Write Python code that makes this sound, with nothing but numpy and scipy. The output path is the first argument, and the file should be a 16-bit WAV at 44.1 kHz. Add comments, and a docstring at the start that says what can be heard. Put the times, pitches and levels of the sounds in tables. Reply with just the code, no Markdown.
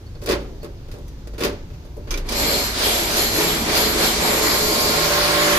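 """A steel door unlocked onto a grinding wheel

A key throws the bolts of a hollow steel door twice, the handle draws the latch and the leaf swings open:
contacts excite decaying noise and the modes of door skin, lock and latch, and bare walls prolong the noise.
Beyond it a motor turns a grinding wheel; strokes of work give a loud rush of shaped noise, ringing steel
modes, sine whines and a hum of multiples that grows as the doorway clears, over a low outdoor rumble."""
import sys
import numpy as np
from scipy import signal
from scipy.io import wavfile

SR = 44100
rng = np.random.default_rng(int(sys.argv[2]) if len(sys.argv) > 2 else 0)


def int16_out(signal):
    """Quantize to a 16-bit WAV file."""
    q = np.round(np.clip(np.atleast_2d(signal).T, -1, 1) * 32767)
    wavfile.write(sys.argv[1], SR, q.astype(np.int16))


N = 246078   # length [samples]

# pressure of the work on the wheel, as level of the rush: (time [s], level [dB])
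PRESSURE = [(2.24, -60), (2.282, -45), (2.292, -34.5), (2.39, -28), (2.53, -27), (2.6, -28.5),
            (2.73, -32.5), (2.85, -24), (3.08, -29), (3.19, -23), (3.31, -30), (3.41, -24), (3.64, -32),
            (3.77, -22.5), (3.92, -30.5), (4.04, -23), (4.16, -28), (4.27, -25.5), (4.37, -27.5),
            (4.47, -25), (4.65, -27), (4.8, -26), (4.95, -26.5), (5.05, -25), (5.58, -25.5)]
PRESSURE_PIVOT_DB = -27   # the pressure swing is counted from here
# how each range of the rush answers pressure: (frequency [Hz], share of the swing [1], level [dB])
RUSH_RESPONSE = [(90, 0.092, -2.5), (230, 0.55, -0.5), (545, 1.16, -1), (1820, 1.12, 0), (3080, 0.83, 4.5),
                 (4400, 1.08, 1), (6500, 1, 1), (9500, 0.89, 2), (13000, 1.9, 0.5)]
# spectrum of the rush: (frequency [Hz], relative density [dB per Hz])
RUSH = [(26, -58), (45, -3), (123, -10.5), (421, -3.5), (488, -8.5), (996, -6.5), (2300, -10),
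        (2800, -13.5), (3300, -11.5), (3750, -6.5), (4350, -7), (5560, -11), (7470, -16.5), (10000, -18.5),
        (11900, -24.5), (13500, -21.5), (14800, -24), (16000, -65)]
# lower rush against the upper rush, stroke by stroke:
# (time [s], gain near 545 Hz [dB], gain near 1820 Hz [dB])
LOWER_RUSH = [(2.24, 25, 15), (2.3, 2, -3), (2.4, 4, -5), (2.5, 6, -5), (2.6, 2.5, -2.5), (2.68, -2, 2.5),
              (2.87, 2, -3.5), (3.05, 0.5, -1.5), (3.2, -0.5, -2), (3.36, 1.5, -1), (3.5, 1.5, 1),
              (3.62, 5, 2.5), (3.78, 0, -1), (3.92, 6, 3), (4.1, -0.5, -1), (4.27, 5.5, 0.5), (4.5, 2.5, 3),
              (4.75, 2.5, -5.5), (4.93, 3, 0.5), (5.05, 0.5, 2), (5.58, -0.5, 8)]
# rush near 3 kHz against its neighbours: (time [s], level [dB])
HOLLOW = [(2.24, -3), (2.9, 0), (3.3, -1.5), (3.8, -1.5), (4.2, -2), (4.7, -4.5), (5.0, -3), (5.58, 0.5)]
# rush near 230 Hz against its neighbours: (time [s], level [dB])
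UNDERTONE = [(2.24, -0.5), (3.0, -1), (3.6, 2), (4.3, 1), (4.8, -1.5), (5.1, -6), (5.3, -9), (5.58, -9)]
# modes of the grinder's frame and the bare room: (frequency [Hz], width [Hz], relative level [dB])
BOOM = [(164.6, 22, -7), (230.5, 14, -3.5), (334, 30, -1), (415, 37, -7), (424.2, 4.7, -2), (468, 16, -5.5),
        (560, 24, -2), (626, 47, -2.5), (725, 13, -4), (935, 53, -6), (990, 460, -15), (2030, 440, -0.5),
        (2320, 125, -1.5)]
# boom near 380 Hz, surging at 3.4 s and fading after 5 s: (time [s], level [dB])
BOOM_SWELL = [(2.24, -9), (3.25, 2), (3.38, 16.5), (3.6, 1), (3.8, 6.5), (4.1, 5), (4.5, 5), (4.95, 2),
              (5.1, -18), (5.58, -12)]
# modes of the ground steel: (frequency [Hz])
RING_HZ = [4230, 4770, 6930, 7410, 11614, 12309]
# the same modes in turn: (width [Hz], radiation [dB])
RING_SHAPE = [(70, 3.5), (150, 1), (90, 3), (151, 1.5), (95, 8.5), (45, 1.5)]
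# spells of ringing: (start [s], length [s], relative drive of each of the six modes [dB])
RINGINGS = [(2.34, 0.3, -33, -52, -47, -33, -38.5, -35), (2.82, 0.22, -46, -52, -54, -34.5, -39, -37.5),
            (3.15, 0.18, -33.5, -47, -39, -34, -37, -39), (3.41, 0.18, -43, -54, -44, -33.5, -40, -37),
            (3.75, 0.14, -36, -37, -40, -35, -37.5, -35), (3.97, 0.12, -37, -54, -45, -36, -46, -35),
            (4.19, 0.17, -40, -46, -40, -36, -41.5, -36), (4.41, 0.21, -35, -40, -36, -34, -37.5, -37.5),
            (4.66, 0.16, -37, -30.5, -36.5, -40, -40.5, -38), (4.86, 0.18, -37, -44, -43, -37, -42.5, -40),
            (5.11, 0.11, -44, -51, -53, -53, -48, -52), (5.37, 0.13, -43, -35, -36.5, -47, -43, -44)]
RING_ATTACK_S, RING_RELEASE_S = 0.029, 0.13
RING_IDLE_DB, RING_SHARE = -56, 0.43   # faint steady drive; share of the pressure swing
# the lowest mode locks into a clear whine: (start [s], length [s], pitch [Hz], level [dB])
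WHINES = [(2.35, .07, 4235, -34.5), (2.44, 0.094, 4235, -33), (2.52, .035, 4225, -29.5),
          (2.566, 0.031, 4240, -37), (3.09, .06, 4120, -38), (3.186, 0.033, 4220, -29),
          (3.245, 0.079, 4210, -39), (3.34, 0.054, 4190, -32.5)]
WHINE_ATTACK_S, WHINE_RELEASE_S = 0.015, 0.025
TURN_HZ, HUM_DB = 53.35, -29.5   # turning rate; common level of the multiples
# tone at the turning rate: (time [s], relative level [dB])
TURN_LEVEL = [(0.0, -42), (0.39, -31.5), (0.65, -47), (1.46, -36), (1.66, -47), (2.44, -26.5),
              (2.49, -32.5), (5.55, -41.5), (5.58, -50)]
# hum: (multiple of the turning rate [1], relative level [dB], time of full level [s], rise [dB per s])
OVERTONES = [(3, -8, 4.92, 23), (4, -4, 5.66, 30), (5, -15, 5.6, 12), (6, -2.5, 5.37, 60),
             (7, -6.5, 5.07, 30), (8, -9.5, 4.76, 16), (9, -9.5, 5.25, 17), (10, -12, 5.3, 23),
             (10.8, 2, 5.47, 13.5), (12, -13, 5, 14), (14, -9.5, 5.13, 15), (17, -12.5, 5.0, 12),
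             (19, -12, 5.3, 15), (19.8, -7, 4.8, 22), (21, -10, 5.3, 17), (22, -10, 6.7, 17),
             (26, -12.5, 4.9, 20)]
# contacts in the lock, levels and decay relative: (time [s], peak at 2-7 kHz [dB], door panel [dB],
# top octave [dB], rattle decay by 60 dB [s])
CONTACTS = [(0.154, -43, -40.5, -65, 0.064), (0.2164, -40, -42, -51, 0.18), (0.222, -48, -32.5, -56, 0.26),
            (0.2354, -41, -44, -46, 0.15), (0.2595, -28, -30, -35, 0.11), (0.272, -23, -27.5, -44, 0.12),
            (0.283, -28, -19.5, -43, 0.1), (0.289, -18.5, -29, -33, 0.12), (0.297, -20, -16.5, -35, 0.15),
            (0.309, -16.5, -37, -37, 0.15), (0.319, -20.5, -20, -35, 0.14), (0.328, -18.5, -23, -42, 0.11),
            (0.338, -26, -40, -47, 0.12), (0.35, -35, -23, -49, 0.11), (0.402, -55, -34, -62, 0.63),
            (0.63, -41, -32, -47, 0.12), (0.644, -38.5, -30.5, -51, 0.16), (0.8847, -47, -39.5, -61, 0.11),
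            (0.9142, -39.5, -58, -50, 0.16), (0.9393, -47, -35.5, -58, 0.29), (0.9846, -56, -39, -56, 0.1),
            (1.0795, -48, -48, -53, 0.13), (1.272, -39.5, -36.5, -49, 0.097),
            (1.3354, -42.5, -37.5, -60, 0.22), (1.3807, -32, -32, -44, 0.15), (1.392, -34, -28, -44, 0.13),
            (1.405, -25, -24, -39, 0.16), (1.411, -26, -25, -42, 0.15), (1.423, -22, -31, -42, 0.14),
            (1.4351, -14.5, -21.5, -30.5, 0.12), (1.447, -17, -17.5, -32, 0.16),
            (1.463, -24, -28, -42, 0.12), (1.478, -33, -29.5, -46, 0.12), (1.492, -36, -32, -53, 0.15),
            (1.5274, -50, -37, -56, 0.13), (1.702, -44, -43, -69, 0.076), (1.735, -45, -45, -67, 0.19),
            (1.8498, -50, -40, -60, 0.16), (1.967, -65, -31.5, -55, 0.18), (2.0722, -39.5, -35, -63, 0.65),
            (2.107, -26, -30.5, -39.5, 0.39), (2.1412, -24, -36, -48, 0.089),
            (2.1746, -28, -31, -38.5, 0.14), (2.289, -35, -50, -35, 0.12), (2.3208, -24, -29, -33, 0.16)]
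# spectrum of the contact noise: (frequency [Hz], relative density [dB per Hz])
CLACK = [(88, -43), (150, -3), (414, 3), (601, -11.5), (888, -8.5), (1480, -10.5), (3160, -15), (4760, -12),
         (7470, -21), (14800, -20), (16000, -52)]
# modes of the door skin: (frequency [Hz], width [Hz], relative level [dB])
PANEL = [(250, 30, -14), (321, 22, -4.5), (360, 37, 2), (367.4, 9.4, -2.5), (418, 19, 0), (457, 17, 1.5),
         (552, 8.3, -7), (589.7, 8.4, -1.5), (736, 70, -1.5)]
# modes of lock case and bolts: (frequency [Hz], width [Hz], relative level [dB])
LOCK = [(1094, 43, 1), (1440, 15, -5), (1920, 82, 0), (2350, 79, -1), (2560, 21, -3), (3510, 37, -3),
        (3730, 24, -8), (4600, 29, -3.5), (5100, 53, -4), (4670, 64, -3), (5900, 52, -7), (6940, 74, -18),
        (7000, 62, -5.5)]
# the latch tongue snaps back: (time [s], relative peak [dB])
SNAPS = [(2.1072, -30), (2.113, -33), (2.1407, -31), (2.1745, -39), (2.2883, -30), (2.322, -35)]
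# modes of the latch's spring plate: (frequency [Hz], width [Hz], relative level [dB])
LATCH = [(2346, 22, 0.5), (3360, 90, 3.5), (4850, 40, -7), (5080, 30, -2), (5520, 80, 2), (6030, 30, -1),
         (6370, 28, -0.5)]
# keys touching on their ring: (time [s], peak level [dB], pitch [Hz])
KEYS = [(0.066, -50, 4450), (0.151, -50, 4370), (0.621, -47, 4460), (0.775, -61, 4400), (1.082, -53, 5940)]
KEY_T60_S = 0.087
# slow flexing of the freed leaf
FLEX_S, FLEX_HZ, FLEX_DB, FLEX_RISE_S, FLEX_T60_S = 2.07, 29.3, -18, 0.039, 0.97
# reverberation between bare walls: (frequency [Hz], decay by 60 dB [s])
ROOM_T60 = [(200, 0.66), (1000, 0.43), (4000, 0.41), (12000, 0.18)]
ROOM_DB = -12.5
# spectrum of the outdoor rumble: (frequency [Hz], relative density [dB per Hz])
AMBIENCE = [(12, -29), (20, -1), (104, -5.5), (134, -11.5), (172, -14.5), (198, -19), (293, -20), (328, 8),
            (434, -64), (485, -26.5), (1030, -35), (2600, -40.5), (5530, -40.5), (9140, -56.5),
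            (16000, -48)]
AMBIENCE_DB = -11
# stereo coherence: (frequency [Hz], left-right likeness [1])
LIKENESS = [(60, .98), (200, .95), (390, .87), (560, .72), (680, .4), (1000, .5), (1400, .15), (2400, .05),
            (15000, .02)]
# stereo balance: (frequency [Hz], left minus right [dB])
BALANCE = [(60, 0.5), (240, -1), (950, -1), (3770, -1), (15000, 2)]
LEFT_LAG = 8   # delay of the left channel [samples]
CUTOFF_HZ = 16400   # upper edge of the output low-pass [Hz]


def rush_levels():
    """Friction noise grows with contact pressure, by a different share in each frequency range."""
    swing_db = course(PRESSURE) - PRESSURE_PIVOT_DB
    undertone_db, low_db, middle_db = course(UNDERTONE), course(LOWER_RUSH, 1), course(LOWER_RUSH, 2)
    extra_db = [undertone_db / 2, low_db / 2 + undertone_db, low_db, middle_db, course(HOLLOW), 0, 0, 0, 0]
    return [PRESSURE_PIVOT_DB + share * swing_db + level_db + more_db
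            for (_, share, level_db), more_db in zip(RUSH_RESPONSE, extra_db)]


def wheel_power(hz, rush_db, judder_db):
    """Abrasion is broadband noise: its power follows the strokes, a common judder and a flicker per band."""
    stroke_db = blend(hz, np.array(RUSH_RESPONSE)[:, 0], rush_db)
    level_db = at_hz(RUSH, hz) + stroke_db + 16 + judder_db + 1.34 * drift(5.5)
    return gate(PRESSURE) * amp(2 * level_db)


def grinder_boom(rush_db):
    """Forced vibration: noise at the rush's level drives frame and room modes, with a swell near 380 Hz."""
    swell_db, out = course(BOOM_SWELL), 0
    for hz, width_hz, level_db in BOOM:
        nearness = np.exp(-(np.log2(hz / 380) / 0.19) ** 2)   # distance in octaves
        drive_db = blend(hz, [230, 330], rush_db[1:3]) + level_db + swell_db * nearness - 11.0
        out = out + resonate(gate(PRESSURE) * amp(drive_db), hz, width_hz, flicker_db=1.6)
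    return out


def ring_drive(column):
    """Excitation of one mode: spells of stronger drive add to a faint steady one."""
    spells = sum(amp(row[column]) * spell(row[0], row[1], RING_ATTACK_S, RING_RELEASE_S) for row in RINGINGS)
    return amp(RING_IDLE_DB) * gate(PRESSURE) + spells


def ringing_steel():
    """Modal radiation: friction noise excites the steel's narrow modes, harder under greater pressure."""
    pressed_db, out = RING_SHARE * (course(PRESSURE) - PRESSURE_PIVOT_DB) - 3.0, 0
    for k, (hz, (width_hz, radiation_db)) in enumerate(zip(RING_HZ, RING_SHAPE)):
        drive = ring_drive(2 + k) * amp(radiation_db + pressed_db)
        out = out + resonate(drive, hz, width_hz, flicker_db=1.5, rate_hz=9.0)
    return out


def whine():
    """Mode locking concentrates the energy in one line: a slightly unsteady sine for each whine."""
    t, out = np.arange(N) / SR, 0
    for start, length, hz, level_db in WHINES:
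        phase = 2 * np.pi * hz * t + 1.4 * drift(12.0) + rng.uniform(0, 2 * np.pi, (2, 1))
        level = amp(level_db + 1.4 * drift(19.0)) * spell(start, length, WHINE_ATTACK_S, WHINE_RELEASE_S)
        out = out + level * np.sin(phase)
    return np.sqrt(2) * out


def motor():
    """Rotation radiates its rate and multiples; the multiples swell in as the doorway clears, all waver."""
    t = np.arange(N) / SR
    turns = 2 * np.pi * TURN_HZ * t
    out = amp(course(TURN_LEVEL) - 4.5 + 1.4 * drift(0.39)) * np.sin(turns + 2.0 * drift(1.37))
    for multiple, level_db, full_s, rise_db_per_s in OVERTONES:
        waver = 0.0037 * multiple ** 2 * drift(7.0)   # phase [rad]
        # the pitch is a whole multiple even where the table gives a fraction
        pair = np.sin(round(multiple) * turns + waver + rng.uniform(0, 2 * np.pi, (2, 1)))
        swell_db = HUM_DB - rise_db_per_s * np.maximum(full_s - t, 0)
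        flutter_db = 0.8 * drift(3.0) + 0.0067 * multiple ** 2 * drift(14.0)
        out = out + amp(swell_db + level_db + flutter_db) * spread(pair, multiple * TURN_HZ)
    return np.sqrt(2) * out


def lock_levels(touches):
    """Impact noise in three ranges: the higher the range, the faster it builds up and dies."""
    thud = rattles(touches, column=2, stretch=1.6, rise_s=0.015)
    clack = rattles(touches, column=1, stretch=0.82, rise_s=0.0055)
    tick = rattles(touches, column=3, stretch=0.59, rise_s=0.00094)
    return [10 * np.log10(power + 1e-12) for power in (thud * amp(-7), clack, tick * amp(21.0))]


def lock_power(hz, lock_db):
    """Direct contact noise of one band plus its reverberation."""
    return linger(amp(2 * (at_hz(CLACK, hz) + blend(hz, [700, 2500, 9000], lock_db) + 15.5)), hz)


def struck_door(touches):
    """Impulse response of bodies: contacts strike door skin and lock, and snaps strike the latch plate."""
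    panel = blows(touches, PANEL, column=2, gain_db=-8.0, scatter_db=2.0, soft_hz=694)
    lock = blows(touches, LOCK, column=1, gain_db=-13.5, scatter_db=1.5, soft_hz=6800)
    latch = blows(np.array(SNAPS), LATCH, column=1, gain_db=-3.5, scatter_db=2.5, soft_hz=9000)
    return panel + lock + latch


def flex():
    """Free damped bending of the leaf: one slow sine that swells and dies."""
    t = np.maximum(np.arange(N) / SR - FLEX_S, 0)
    envelope = amp(FLEX_DB - 60 * t / FLEX_T60_S) * (1 - np.exp(-t / FLEX_RISE_S)) ** 2
    return np.sqrt(2) * envelope * np.sin(2 * np.pi * FLEX_HZ * t)


def keys():
    """Free decay of small metal bodies: each touch is a short, exponentially fading sine."""
    out = np.zeros(N)
    t = np.arange(round(0.1 * SR)) / SR
    for s, level_db, hz in KEYS:
        out[round(s * SR):][:len(t)] += amp(level_db - 60 * t / KEY_T60_S) * np.sin(2 * np.pi * hz * t)
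    return out


def outdoor_power(hz):
    """Stationary background noise: a fixed spectrum whose bands drift slowly."""
    return amp(2 * (at_hz(AMBIENCE, hz) + AMBIENCE_DB + 1.13 * drift(3.5)))


def linger(power, hz):
    """Exponential reverberation: bare walls return power that dies with the room's decay time."""
    r = amp(-120 / (at_hz(ROOM_T60, hz) * SR))
    return power + amp(2 * ROOM_DB) * signal.lfilter([0.002], [1, -r], power)


def rattles(rows, column, stretch, rise_s):
    """Power superposition: every contact builds up quickly and its loose parts rattle out."""
    power = np.zeros(N)
    for row in rows:
        t60 = np.clip(row[4], 0.01, 0.6) * stretch
        t = np.arange(round(1.5 * t60 * SR)) / SR
        decay = amp(2 * (row[column] - 60 * t / t60))
        power[round(row[0] * SR):][:len(t)] += decay * (1 - np.exp(-t / rise_s))
    return power


def blows(rows, modes, column, gain_db, scatter_db, soft_hz):
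    """Modal impact: each rounded click strikes every mode with a strength and sign of its own."""
    at, peak_db = [round(row[0] * SR) for row in rows], rows[:, column]
    chance, out = rng.standard_normal((len(at), len(modes), 3)), np.zeros((2, N))
    rung_out = max(at) + SR // 4
    for k, (hz, width_hz, level_db) in enumerate(modes):
        strength = amp(peak_db + level_db + gain_db + scatter_db * chance[:, k, 0])
        clicks = np.zeros((2, rung_out))
        clicks[:, at] = strength * np.sign(chance[:, k, 1:].T)
        # the factor undoes the small response of a narrow mode to a click
        out[:, :rung_out] += spread(mode(clicks, hz, width_hz), hz) * SR / (2 * np.pi * width_hz)
    touch = signal.butter(4, soft_hz, fs=SR, output="sos")
    return signal.sosfilt(touch, out + 1e-18)


def resonate(drive, hz, width_hz, flicker_db, rate_hz=3.5):
    """Noise-driven resonance with wandering coupling; unit drive gives about unit rms."""
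    start = np.argmax(drive > 0)   # nothing rings before the drive begins
    force = (drive * amp(flicker_db * drift(rate_hz)))[start:] * rng.standard_normal((2, N - start))
    rung = spread(mode(force, hz, width_hz), hz)
    return np.pad(np.sqrt(SR / (np.pi * width_hz)) * rung, ((0, 0), (start, 0)))


def mode(x, hz, width_hz):
    """A damped oscillator, as a two-pole resonance with gain 1 on top."""
    r = np.exp(-np.pi * width_hz / SR)
    feedback = [1, -2 * r * np.cos(2 * np.pi * hz / SR), r * r]
    return signal.lfilter(np.array([1, 0, -1]) * (1 - r * r) / 2, feedback, x + 1e-18)


def bands():
    """Spectral division: narrow bands of noise of equal density, as (centre Hz, left and right)."""
    edges, white = 20 * 2 ** np.arange(0, 10, 0.4), rng.standard_normal((2, 2, N))
    for k, (low, high) in enumerate(zip(edges, edges[1:])):
        hz = np.sqrt(low * high)
        band = signal.butter(2, [low, high], "band", fs=SR, output="sos")
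        yield hz, spread(signal.sosfilt(band, white[k % 2]), hz)   # neighbours are unrelated


def spread(pair, hz):
    """Stereo coherence: mixes two signals to be alike in the bass and diffuse in the treble."""
    alike, lean_db = np.clip(at_hz(LIKENESS, hz), -1, 1), at_hz(BALANCE, hz) / 2
    both = np.sqrt(1 + alike) * pair[0] + np.sqrt(1 - alike) * pair[1] * np.array([[1], [-1]])
    return both * amp([[lean_db], [-lean_db]]) / np.sqrt(2)


def blend(hz, anchors_hz, courses_db):
    """Logarithmic interpolation: a band mixes the two level courses that lie nearest."""
    place = np.interp(np.log(hz), np.log(anchors_hz), np.arange(len(anchors_hz)))
    k = min(int(place), len(anchors_hz) - 2)
    return courses_db[k] + (place - k) * (courses_db[k + 1] - courses_db[k])


def at_hz(points, hz):
    """Logarithmic frequency scale: reads a (frequency [Hz], value) table."""
    table = np.array(points)
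    return np.interp(np.log(hz), np.log(table[:, 0]), table[:, 1])


def course(rows, column=1):
    """Linear interpolation of one column of a time table, sample by sample."""
    columns = np.transpose(rows)
    return np.interp(np.arange(N) / SR, columns[0], columns[column])


def gate(rows):
    """Gating: open while a time table lasts, with 20 ms ramps."""
    t, s = np.arange(N) / SR, np.transpose(rows)[0]
    return np.clip(np.minimum(t - s[0], s[-1] + 0.02 - t) / 0.02, 0, 1)


def spell(start, length, attack_s, release_s):
    """Raised-cosine envelope: sets in, holds and fades with rounded edges."""
    t = np.arange(N) / SR
    ramp = np.clip(np.minimum((t - start) / attack_s, 1 + (start + length - t) / release_s), 0, 1)
    return np.sin(np.pi / 2 * ramp) ** 2


def drift(rate_hz):
    """Low-passed chance: a slow random course of spread 1, computed at every 40th sample."""
    r = np.exp(-80 * np.pi * rate_hz / SR)
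    white = rng.standard_normal(N // 40 + 2002)
    slow = signal.lfilter([1], [1, -2 * r, r * r], white)[2000:]   # drops the filter's start
    return np.interp(np.arange(N) / 40, np.arange(len(slow)), rms_one(slow))


def rms_one(x):
    """Normalization to unit effective value."""
    return x / np.sqrt(np.mean(x ** 2) + 1e-20)


def amp(db):
    """Logarithmic level: decibels to amplitude gain."""
    return np.exp(np.asarray(db) * (np.log(10) / 20))


def scene():
    """Superposition: wheel, lock and outdoors add as power in each band, the other sources as waves."""
    touches = np.array(CONTACTS)
    rush_db, lock_db = rush_levels(), lock_levels(touches)
    judder_db = 0.079 * drift(5.6)
    out = grinder_boom(rush_db) + ringing_steel() + whine() + motor()
    out = out + struck_door(touches) + flex() + keys()
    for hz, noise in bands():
        power = wheel_power(hz, rush_db, judder_db) + lock_power(hz, lock_db) + outdoor_power(hz)
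        out = out + noise * np.sqrt(power)
    return out


def record(dry):
    """Path delay, saturation and band limit: left comes later, peaks are rounded, the top is cut."""
    ports = np.array([np.pad(dry[0], (LEFT_LAG, 0), "edge")[:N], dry[1]])
    rounded = 1.384 * np.tanh(ports / 1.04)
    return signal.sosfilt(signal.cheby2(12, 70, CUTOFF_HZ, fs=SR, output="sos"), rounded)


dry = scene()
out = record(dry)
int16_out(out)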